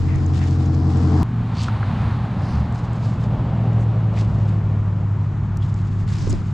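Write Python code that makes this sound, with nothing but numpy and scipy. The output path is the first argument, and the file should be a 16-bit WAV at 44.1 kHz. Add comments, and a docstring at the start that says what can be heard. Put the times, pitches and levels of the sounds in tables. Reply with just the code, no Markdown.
"""Hands rustle, tear and snap leafy stalks throughout, on a bank below a road, in gusts of wind.
A droning vehicle nears; at 1.2 s a click cuts it off and the stereo image folds to mono.
A car passes at 1.6 s, its exhaust tones sinking by Doppler shift over tyre roar; a low hum follows.
From 3.4 s the image widens, and at 4.2 s an eight-cylinder truck burbles past, sinking likewise.
Near 6.3 s a plant gives way with snaps and dull thumps."""
import sys
import numpy as np
from scipy import signal
from scipy.fft import rfft, irfft
from scipy.io import wavfile

SR = 44100
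rng = np.random.default_rng(int(sys.argv[2]) if len(sys.argv) > 2 else 0)


def put_to_file(sound):
    """Save the sound as 16-bit audio at rate SR, in the file named by the first command-line argument."""
    columns = np.atleast_2d(sound).T  # one column per channel
    safe = np.clip(columns, -1, 1)
    whole_steps = np.round(safe * 32767)
    wavfile.write(sys.argv[1], SR, whole_steps.astype(np.int16))


N = 287973
T = np.arange(N) / SR
HZ = np.fft.rfftfreq(N, 1 / SR)

# fibres tearing or squeaking: peak_s, length_s, level_db, centre_hz, width_oct
TEARS = [(.122, 0.22, -41.5, 2040, 0.32), (0.362, .07, -52, 3770, 0.47), (0.427, 0.09, -38.5, 1850, 0.54),
         (1.591, .1, -40, 4500, .13), (1.617, 0.22, -36, 3170, 0.86), (1.633, 0.033, -36, 4930, 1),
         (2.498, 0.42, -50, 4620, 0.27), (2.5, .26, -66, 9400, .11), (2.52, .24, -61, 6100, .05),
         (3.051, .12, -50, 4350, .25), (3.812, .09, -56.5, 7080, .8), (4.193, 0.17, -42, 3280, 1),
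         (4.184, 0.073, -37.5, 2190, .45), (5.629, 0.073, -48, 3270, .19), (6.218, 0.4, -46, 5150, 0.47),
         (6.301, 0.032, -37, 6920, 0.43)]
# stalks snapping: start_s, peak_db, centre_hz, width_oct
SNAPS = [(.158, -38, 6500, .47), (.263, -34, 6660, .14), (.44, -32, 5000, .8), (.51, -31.5, 4970, .7),
         (.66, -37, 6660, .32), (.748, -34, 5000, .45), (.972, -39, 7300, .15), (1.634, -26, 5500, 1),
         (2.725, -40, 6530, .89), (2.79, -42, 6000, .56), (2.9328, -37, 5940, .64),
         (3.059, -41, 8000, 1.35), (3.7328, -43, 5500, .5), (5.5718, -31.5, 7870, 1.24),
         (5.7422, -35, 5940, .46), (6.2977, -28.5, 7480, .62), (6.3278, -24, 5645, .52)]
# hollow stalks popping: start_s, peak_db, centre_hz, width_oct, t60_s
POPS = [(1.684, -13.5, 1250, .32, .03), (1.829, -17.5, 1430, .3, .024), (4.174, -27, 2100, .38, .015)]
# plant giving way: start_s, peak_db, centre_hz, width_oct, t60_s
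THUMPS = [(6.27, -20, 226, 0.82, 0.058), (6.331, -20, 265, 0.65, 0.075)]
# hand strokes through leaves: start_s, length_s, relative_db
STROKES = [(-.02, 0.32, -54.5), (0.325, 0.22, -49), (0.577, 0.088, -53.5), (0.713, 0.033, -58),
           (0.878, 0.11, -51.5), (0.996, 0.26, -54), (2.4, 0.2, -57.5), (2.734, 0.049, -51),
           (2.825, 0.031, -56), (2.918, 0.24, -57.5), (3.01, 0.055, -54.5), (3.185, 0.052, -56),
           (4.26, 0.27, -58), (5.604, 0.43, -57), (6.063, 0.28, -48.5), (6.363, 0.2, -58)]
# leaf rustle: freq_hz, density_db
LEAF_SPECTRUM = [(600, -19), (1500, 3.5), (2500, 2.5), (3800, 0.5), (4500, -1), (5100, -0.5), (5800, -5.5),
                 (6600, -3), (7500, -5), (8700, -16), (11000, -23.5), (15000, -42.5)]

# first vehicle's exhaust: crank_multiple, relative_db
FIRST_ORDERS = [(2, 0), (2.75, -25), (3, -4.5), (3.25, -10), (4, -12.5), (4.25, -17.5), (5, -17.5),
                (5.25, -17), (5.65, -15.5), (6, -17.5), (6.35, -18.5), (7, -12.5), (7.25, -20.5),
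                (7.5, -23.5), (9, -31.5), (10, -27.5), (10.5, -26)]
# car exhaust: firing_multiple, relative_db
CAR_ORDERS = [(.75, -12), (1, -1), (1.501, -11.5), (2, -11.5), (2.252, -14)]
# truck exhaust, eight firings shared unevenly by two pipes: cycle_multiple, relative_db
TRUCK_ORDERS = [(4, -17), (5, -12.5), (6, -33), (9, -11), (10, -11), (11, -7.5), (12, -12.5), (13, -15),
                (14, -11.5), (16, -15), (18, -32.5), (19, -25), (20, -35.5), (21, -31), (24, -31),
                (26, -33.5), (29, -28.5), (32, -33)]
# tyre roar of each vehicle: freq_hz, density_db
FIRST_TYRE_SPECTRUM = [(150, -16), (230, 8.5), (350, 2.5), (460, 0.5), (560, -7.5), (760, 0.5), (860, -5),
                       (1050, -8.5), (1600, -17.5), (2500, -28.5), (5000, -22.5), (8000, -36), (12000, -68)]
CAR_TYRE_SPECTRUM = [(150, -9), (215, 9.5), (300, -1.5), (480, -4), (800, 4.5), (1150, 1), (1700, -5.5),
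                     (2600, -10.5), (4200, -15.5), (5400, -27.5), (8000, -35), (9800, -37.5),
                     (11000, -60.5), (13000, -81)]
TRUCK_TYRE_SPECTRUM = [(150, -16.5), (280, 7.5), (400, 5.5), (650, 5.5), (950, 0.5), (1500, -10),
                       (2200, -15), (2900, -16), (5000, -29.5), (6200, -41.5), (8000, -43.5), (10000, -52),
                       (12500, -74)]
# duller roar lingering behind the car: peak_s, length_s, level_db
CAR_ROAR_SWELL = [(2.55, 2.14, -38.5)]
# truck's firing tone surging on approach: peak_s, length_s, level_db
TRUCK_SURGE = [(3.76, .55, -20)]
# truck's tyre roar swelling on approach: peak_s, length_s, level_db
TRUCK_ROAR_SWELL = [(3.48, 0.99, -41)]

# low hum: peak_s, length_s, level_db
HUM_SWELL = [(2.58, 0.24, -17)]
# wind on the microphones: peak_s, length_s, level_db
GUSTS = [(.12, 0.95, -27.5), (4.3, 0.27, -34), (6.18, 0.99, -29.5), (6.32, 0.29, -20.5)]
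# wind turbulence: freq_hz, density_db
WIND_SPECTRUM = [(12, -18), (30, 7.5), (70, -1.5), (130, -1.5), (300, -15.5), (500, -25), (1000, -35),
                 (3000, -71.5)]
# road rumble: freq_hz, density_db
RUMBLE_SPECTRUM = [(12, -14), (28, -10), (45, -1.5), (72, 1), (110, 6), (160, 0), (220, -7), (300, -11.5),
                   (450, -32.5), (900, -74.5)]
# rumble rising: peak_s, length_s, level_db
RUMBLE_SWELLS = [(2.25, 1.3, -33.5), (3.3, 0.89, -32)]
# far traffic and air: freq_hz, density_db
DISTANT_SPECTRUM = [(200, -2.5), (350, -2), (480, -18), (850, -6), (1150, -4.5), (1700, -12.5),
                    (2400, -18.5), (4000, -31.5), (6000, -32.5), (7500, -33.5), (8700, -50.5),
                    (11000, -71.5), (15000, -82.5)]
# left-right likeness: freq_hz, coherence
COHERENCE = [(25, 0.89), (70, 1), (150, 1), (300, 1), (530, 1), (1000, 0.81), (2700, 0.34), (5000, .68),
             (9000, 0.68)]
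# stereo lean: freq_hz, left_minus_right_db
BALANCE = [(25, -3.5), (100, -3), (250, 2), (1000, 5), (2500, 1.2), (8000, 1.3)]

# straight, steady drives: nearest_s, speed_m_per_s, distance_m
FIRST_PASS, CAR_PASS, TRUCK_PASS = (1.48, 28.7, 8.2), (1.62, 39.6, 15.3), (4.19, 25.4, 14.8)
CUT_S, SOUND_M_PER_S = 1.231, 343


def stalks(rise_share=.46, snap_t60_s=.011):
    """A tear is a run of fibre clicks; a snap, pop or thump is one damped burst."""
    out = np.zeros((2, N))
    for peak_s, length_s, db, hz, width_oct in TEARS:
        rise_s = length_s * rise_share
        pull = np.interp(np.arange(0, length_s, 1 / SR), [0, rise_s, length_s], [0, 1, 0]) ** 1.5
        fibres = resonance(crackle(SR // 2, per_s=13000, spread_db=4.5), hz, width_oct)
        add(out, peak_s - rise_s, amp(db) * pull * fibres[:, :len(pull)])
    t = np.arange(-512, 3584) / SR
    snaps = [(*snap, snap_t60_s) for snap in SNAPS]
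    for start_s, peak_db, hz, width_oct, t60_s in snaps + POPS + THUMPS:
        decay = amp(-60 * abs(t) / t60_s) * (t >= 0)
        burst = resonance(white(len(t)) * decay, hz, width_oct)
        add(out, start_s + t[0], amp(peak_db) * burst / abs(burst).max())
    return out


def leaves(attack_s=.023, sag_db_per_s=6, release_s=.028):
    """Leaves slide over one another in clumps of clicks; strokes begun before the cut end at it."""
    gain = np.zeros(N)
    for start_s, length_s, db in STROKES:
        t = np.maximum(T - start_s, 0)
        catch = np.minimum(t / attack_s, 1)
        settle = np.exp(-np.maximum(t - length_s, 0) / release_s)
        gate = (start_s > CUT_S) | (T < CUT_S)
        gain += amp(db - sag_db_per_s * t) * catch * settle * gate
    grains = stereo(crackle(N, per_s=7000, spread_db=1), amp(lookup(LEAF_SPECTRUM, HZ)))
    clumps = amp(3.5 + 2 * drift(41))
    return gain * clumps * grains


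def first_vehicle(crank_hz=40.73):
    """Engine drone; upper orders and tyre roar grow as it nears, tread rush last."""
    hz = crank_hz * doppler(FIRST_PASS)
    low_db = pass_db(FIRST_PASS, abreast_db=-13, falloff=.28)
    high_db = pass_db(FIRST_PASS, abreast_db=-10, falloff=.85)
    low = engine(hz, low_db, FIRST_ORDERS[:4], waver=.1, flutter_hz=4.5)
    high = engine(hz, high_db, FIRST_ORDERS[4:], waver=.096, flutter_hz=4.3)
    roar = amp(pass_db(FIRST_PASS, abreast_db=-27.5, falloff=.75)) * noise(FIRST_TYRE_SPECTRUM)
    tread_db = pass_db(FIRST_PASS, abreast_db=-24.5, falloff=3.17)
    tread = amp(tread_db) * resonance(white(), centre_hz=910, width_oct=.65)
    throb = 1 + .25 * np.cos(phase(2 * hz))  # two exhaust pulses a turn
    return low * pan(left_db=.55) + high * pan(left_db=1.2) + throb * (roar + tread)


def car(firing_hz=107.5):
    """Passing car; upper exhaust orders and tyres are louder from behind."""
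    hz = firing_hz * doppler(CAR_PASS)
    low_db = pass_db(CAR_PASS, abreast_db=-18, falloff=1.7, ahead_db=-2.5)
    high_db = pass_db(CAR_PASS, abreast_db=-22.5, falloff=1, ahead_db=-8)
    roar_db = pass_db(CAR_PASS, abreast_db=-36, falloff=1.06, ahead_db=-6.5)
    low = engine(hz, low_db, CAR_ORDERS[:2], waver=.86, flutter_hz=6)
    high = engine(hz, high_db, CAR_ORDERS[2:], waver=.3, flutter_hz=3.6)
    roar = amp(roar_db + .72 * drift(6.6)) * noise(CAR_TYRE_SPECTRUM)
    lingering = swells(CAR_ROAR_SWELL) * resonance(white(), centre_hz=756, width_oct=.68)
    return low + high + roar + lingering


def truck(firing_hz=107.4, cylinders=8):
    """Firing tone and the burble of uneven pulses carry backward, tyre roar forward."""
    hz = firing_hz * doppler(TRUCK_PASS)
    firing_db = pass_db(TRUCK_PASS, abreast_db=-16.5, falloff=.52, ahead_db=-1.7)
    burble_db = pass_db(TRUCK_PASS, abreast_db=-19, falloff=.31, ahead_db=-.3)
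    roar_db = pass_db(TRUCK_PASS, abreast_db=-36.5, falloff=1.02, ahead_db=2.2)
    firing = (amp(firing_db + .58 * drift(5.7)) + swells(TRUCK_SURGE)) * np.sin(phase(hz))
    burble = engine(hz / cylinders, burble_db, TRUCK_ORDERS, waver=.44, flutter_hz=4.2)
    roar_gain = (amp(roar_db) + swells(TRUCK_ROAR_SWELL)) * amp(.99 * drift(34))
    return (firing + burble) * pan(left_db=.35) + roar_gain * noise(TRUCK_TYRE_SPECTRUM)


def engine(hz, level_db, orders, waver, flutter_hz):
    """Exhaust orders on one shaft; weak ones waver most in level and phase."""
    shaft, out = phase(hz), np.zeros(N)
    for multiple, db in orders:
        depth = waver * (1 - .6 * amp(min(db, 0)))
        angle = multiple * shaft + 2 * np.pi * rng.random()
        in_phase = (1 + depth * drift(flutter_hz)) * np.cos(angle)
        quadrature = depth * drift(flutter_hz) * np.sin(angle)
        out += amp(db) * (in_phase + quadrature) / np.sqrt(1 + 2 * depth ** 2)
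    return amp(level_db) * out


def doppler(drive):
    """Pitch ratio of a passing vehicle."""
    nearest_s, speed_m_per_s, distance_m = drive
    to_go_m = speed_m_per_s * (nearest_s - T)
    closing_m_per_s = speed_m_per_s * to_go_m / np.hypot(to_go_m, distance_m)
    return 1 / (1 - closing_m_per_s / SOUND_M_PER_S)


def pass_db(drive, abreast_db, falloff, ahead_db=0):
    """Level for spreading as 1 / range ** falloff; ahead_db is added in front, subtracted behind."""
    nearest_s, speed_m_per_s, distance_m = drive
    to_go_m = speed_m_per_s * (nearest_s - T)
    range_m = np.hypot(to_go_m, distance_m)
    return abreast_db + falloff * 20 * np.log10(distance_m / range_m) + ahead_db * to_go_m / range_m


def click(peak_db=-15, decay_s=.00026):
    """One decaying pulse at the cut."""
    return amp(peak_db) * np.exp(-np.maximum(T - CUT_S, 0) / decay_s) * (T >= CUT_S)


def hum(pitch_hz=72.4, wander_hz=2.5):
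    """Low tone swelling briefly between car and truck."""
    return swells(HUM_SWELL) * np.sin(phase(pitch_hz + wander_hz * drift(2.8)))


def wind(lump_db=2.4):
    """Lumpy turbulence, different at each microphone."""
    eddies = unit(irfft(rfft(white()) * amp(lookup(WIND_SPECTRUM, HZ)), N))
    return swells(GUSTS) * amp(lump_db * drift(20)) * eddies


def road(rumble_db=-28.5, distant_db=-42, wander_db=.5):
    """Low rumble and the wash of far traffic."""
    rumble = (amp(rumble_db + wander_db * drift(3)) + swells(RUMBLE_SWELLS)) * noise(RUMBLE_SPECTRUM)
    distant = amp(distant_db + wander_db * drift(17)) * noise(DISTANT_SPECTRUM)
    return rumble + distant


def crackle(n, per_s, spread_db):
    """Fibre clicks, most weak, a few strong."""
    size = amp(spread_db * np.minimum(rng.exponential(1, n), 4.5))
    occurs = rng.random(n) < per_s / SR
    return size * occurs * white(n)


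def resonance(pair, centre_hz, width_oct):
    """One peak, its top dulled as by soft green tissue; stereo, rms 1."""
    hz = np.fft.rfftfreq(pair.shape[1], 1 / SR)
    detune = np.log2((hz + 1) / centre_hz) / width_oct
    damping = amp(lookup([(7800, 7), (9200, -3), (15000, -13.5)], hz))
    return stereo(pair, damping / (1 + detune ** 2 / 2) ** 2)


def stereo(pair, gain):
    """Filters two unrelated signals and blends them as at closely spaced microphones; rms 1."""
    n = pair.shape[1]
    hz = np.fft.rfftfreq(n, 1 / SR)
    coherence = np.clip(lookup(COHERENCE, hz), 0, 1)
    mid, side = rfft(pair) * gain * np.sqrt([1 + coherence, 1 - coherence])
    lean = amp(lookup(BALANCE, hz) / 2)
    return unit(irfft(np.array([(mid + side) * lean, (mid - side) / lean]), n))


def noise(spectrum):
    """Coloured stereo noise, rms 1."""
    return stereo(white(), amp(lookup(spectrum, HZ)))


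def white(n=N):
    """Two unrelated white noises."""
    return rng.standard_normal((2, n))


def drift(rate_hz):
    """Slow random wander, rms 1."""
    return unit(irfft(rfft(rng.standard_normal(N)) / (1 + (HZ / rate_hz) ** 4), N))


def swells(rows):
    """Summed gain of raised-cosine swells."""
    return sum(amp(db) * np.cos(np.pi * np.clip((T - peak_s) / length_s, -.5, .5)) ** 2
               for peak_s, length_s, db in rows)


def lookup(table, hz):
    """Interpolates over log frequency."""
    freq_hz, value = np.transpose(table)
    return np.interp(np.log(hz + 1), np.log(freq_hz + 1), value)


def add(mix, start_s, sound):
    """Mixes a sound in at start_s."""
    part = mix[:, max(round(start_s * SR), 0):][:, :sound.shape[1]]
    part += sound[:, :part.shape[1]]


def phase(hz):
    """Running phase in radians."""
    return 2 * np.pi * np.cumsum(hz) / SR


def pan(left_db):
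    """Gains: left up, right down by left_db."""
    return amp([[left_db], [-left_db]])


def amp(db):
    """Decibels to gain."""
    return 10 ** (np.asarray(db) / 20)


def unit(x):
    """Scales to rms 1."""
    return x / np.sqrt(np.mean(x ** 2) + 1e-20)


def scene(crossfade_s=.002):
    """One vehicle before the cut, two after; handwork throughout."""
    after = np.clip((T - CUT_S) / crossfade_s + .5, 0, 1)
    traffic = (1 - after) * first_vehicle() + after * (car() + truck()) + hum() + road()
    return traffic + leaves() + stalks() + wind() + click()


def record(dry, reopen_s=3.38, lag_s=1, open_db=-4.5, shut_db=-62, cutoff_hz=15700):
    """Folds to mono at the cut, widens from reopen_s, then low-passes."""
    reopening = 1 - np.exp(-np.maximum(T - reopen_s, 0) / lag_s)
    width = np.where(T < CUT_S, 1, amp(open_db) * reopening + amp(shut_db))
    mid = dry.mean(0)
    lowpass = signal.firwin(511, cutoff_hz, window=("kaiser", 9), fs=SR)
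    return signal.oaconvolve(mid + (dry - mid) * width, lowpass[None], "same")


dry = scene()
out = record(dry)
put_to_file(out)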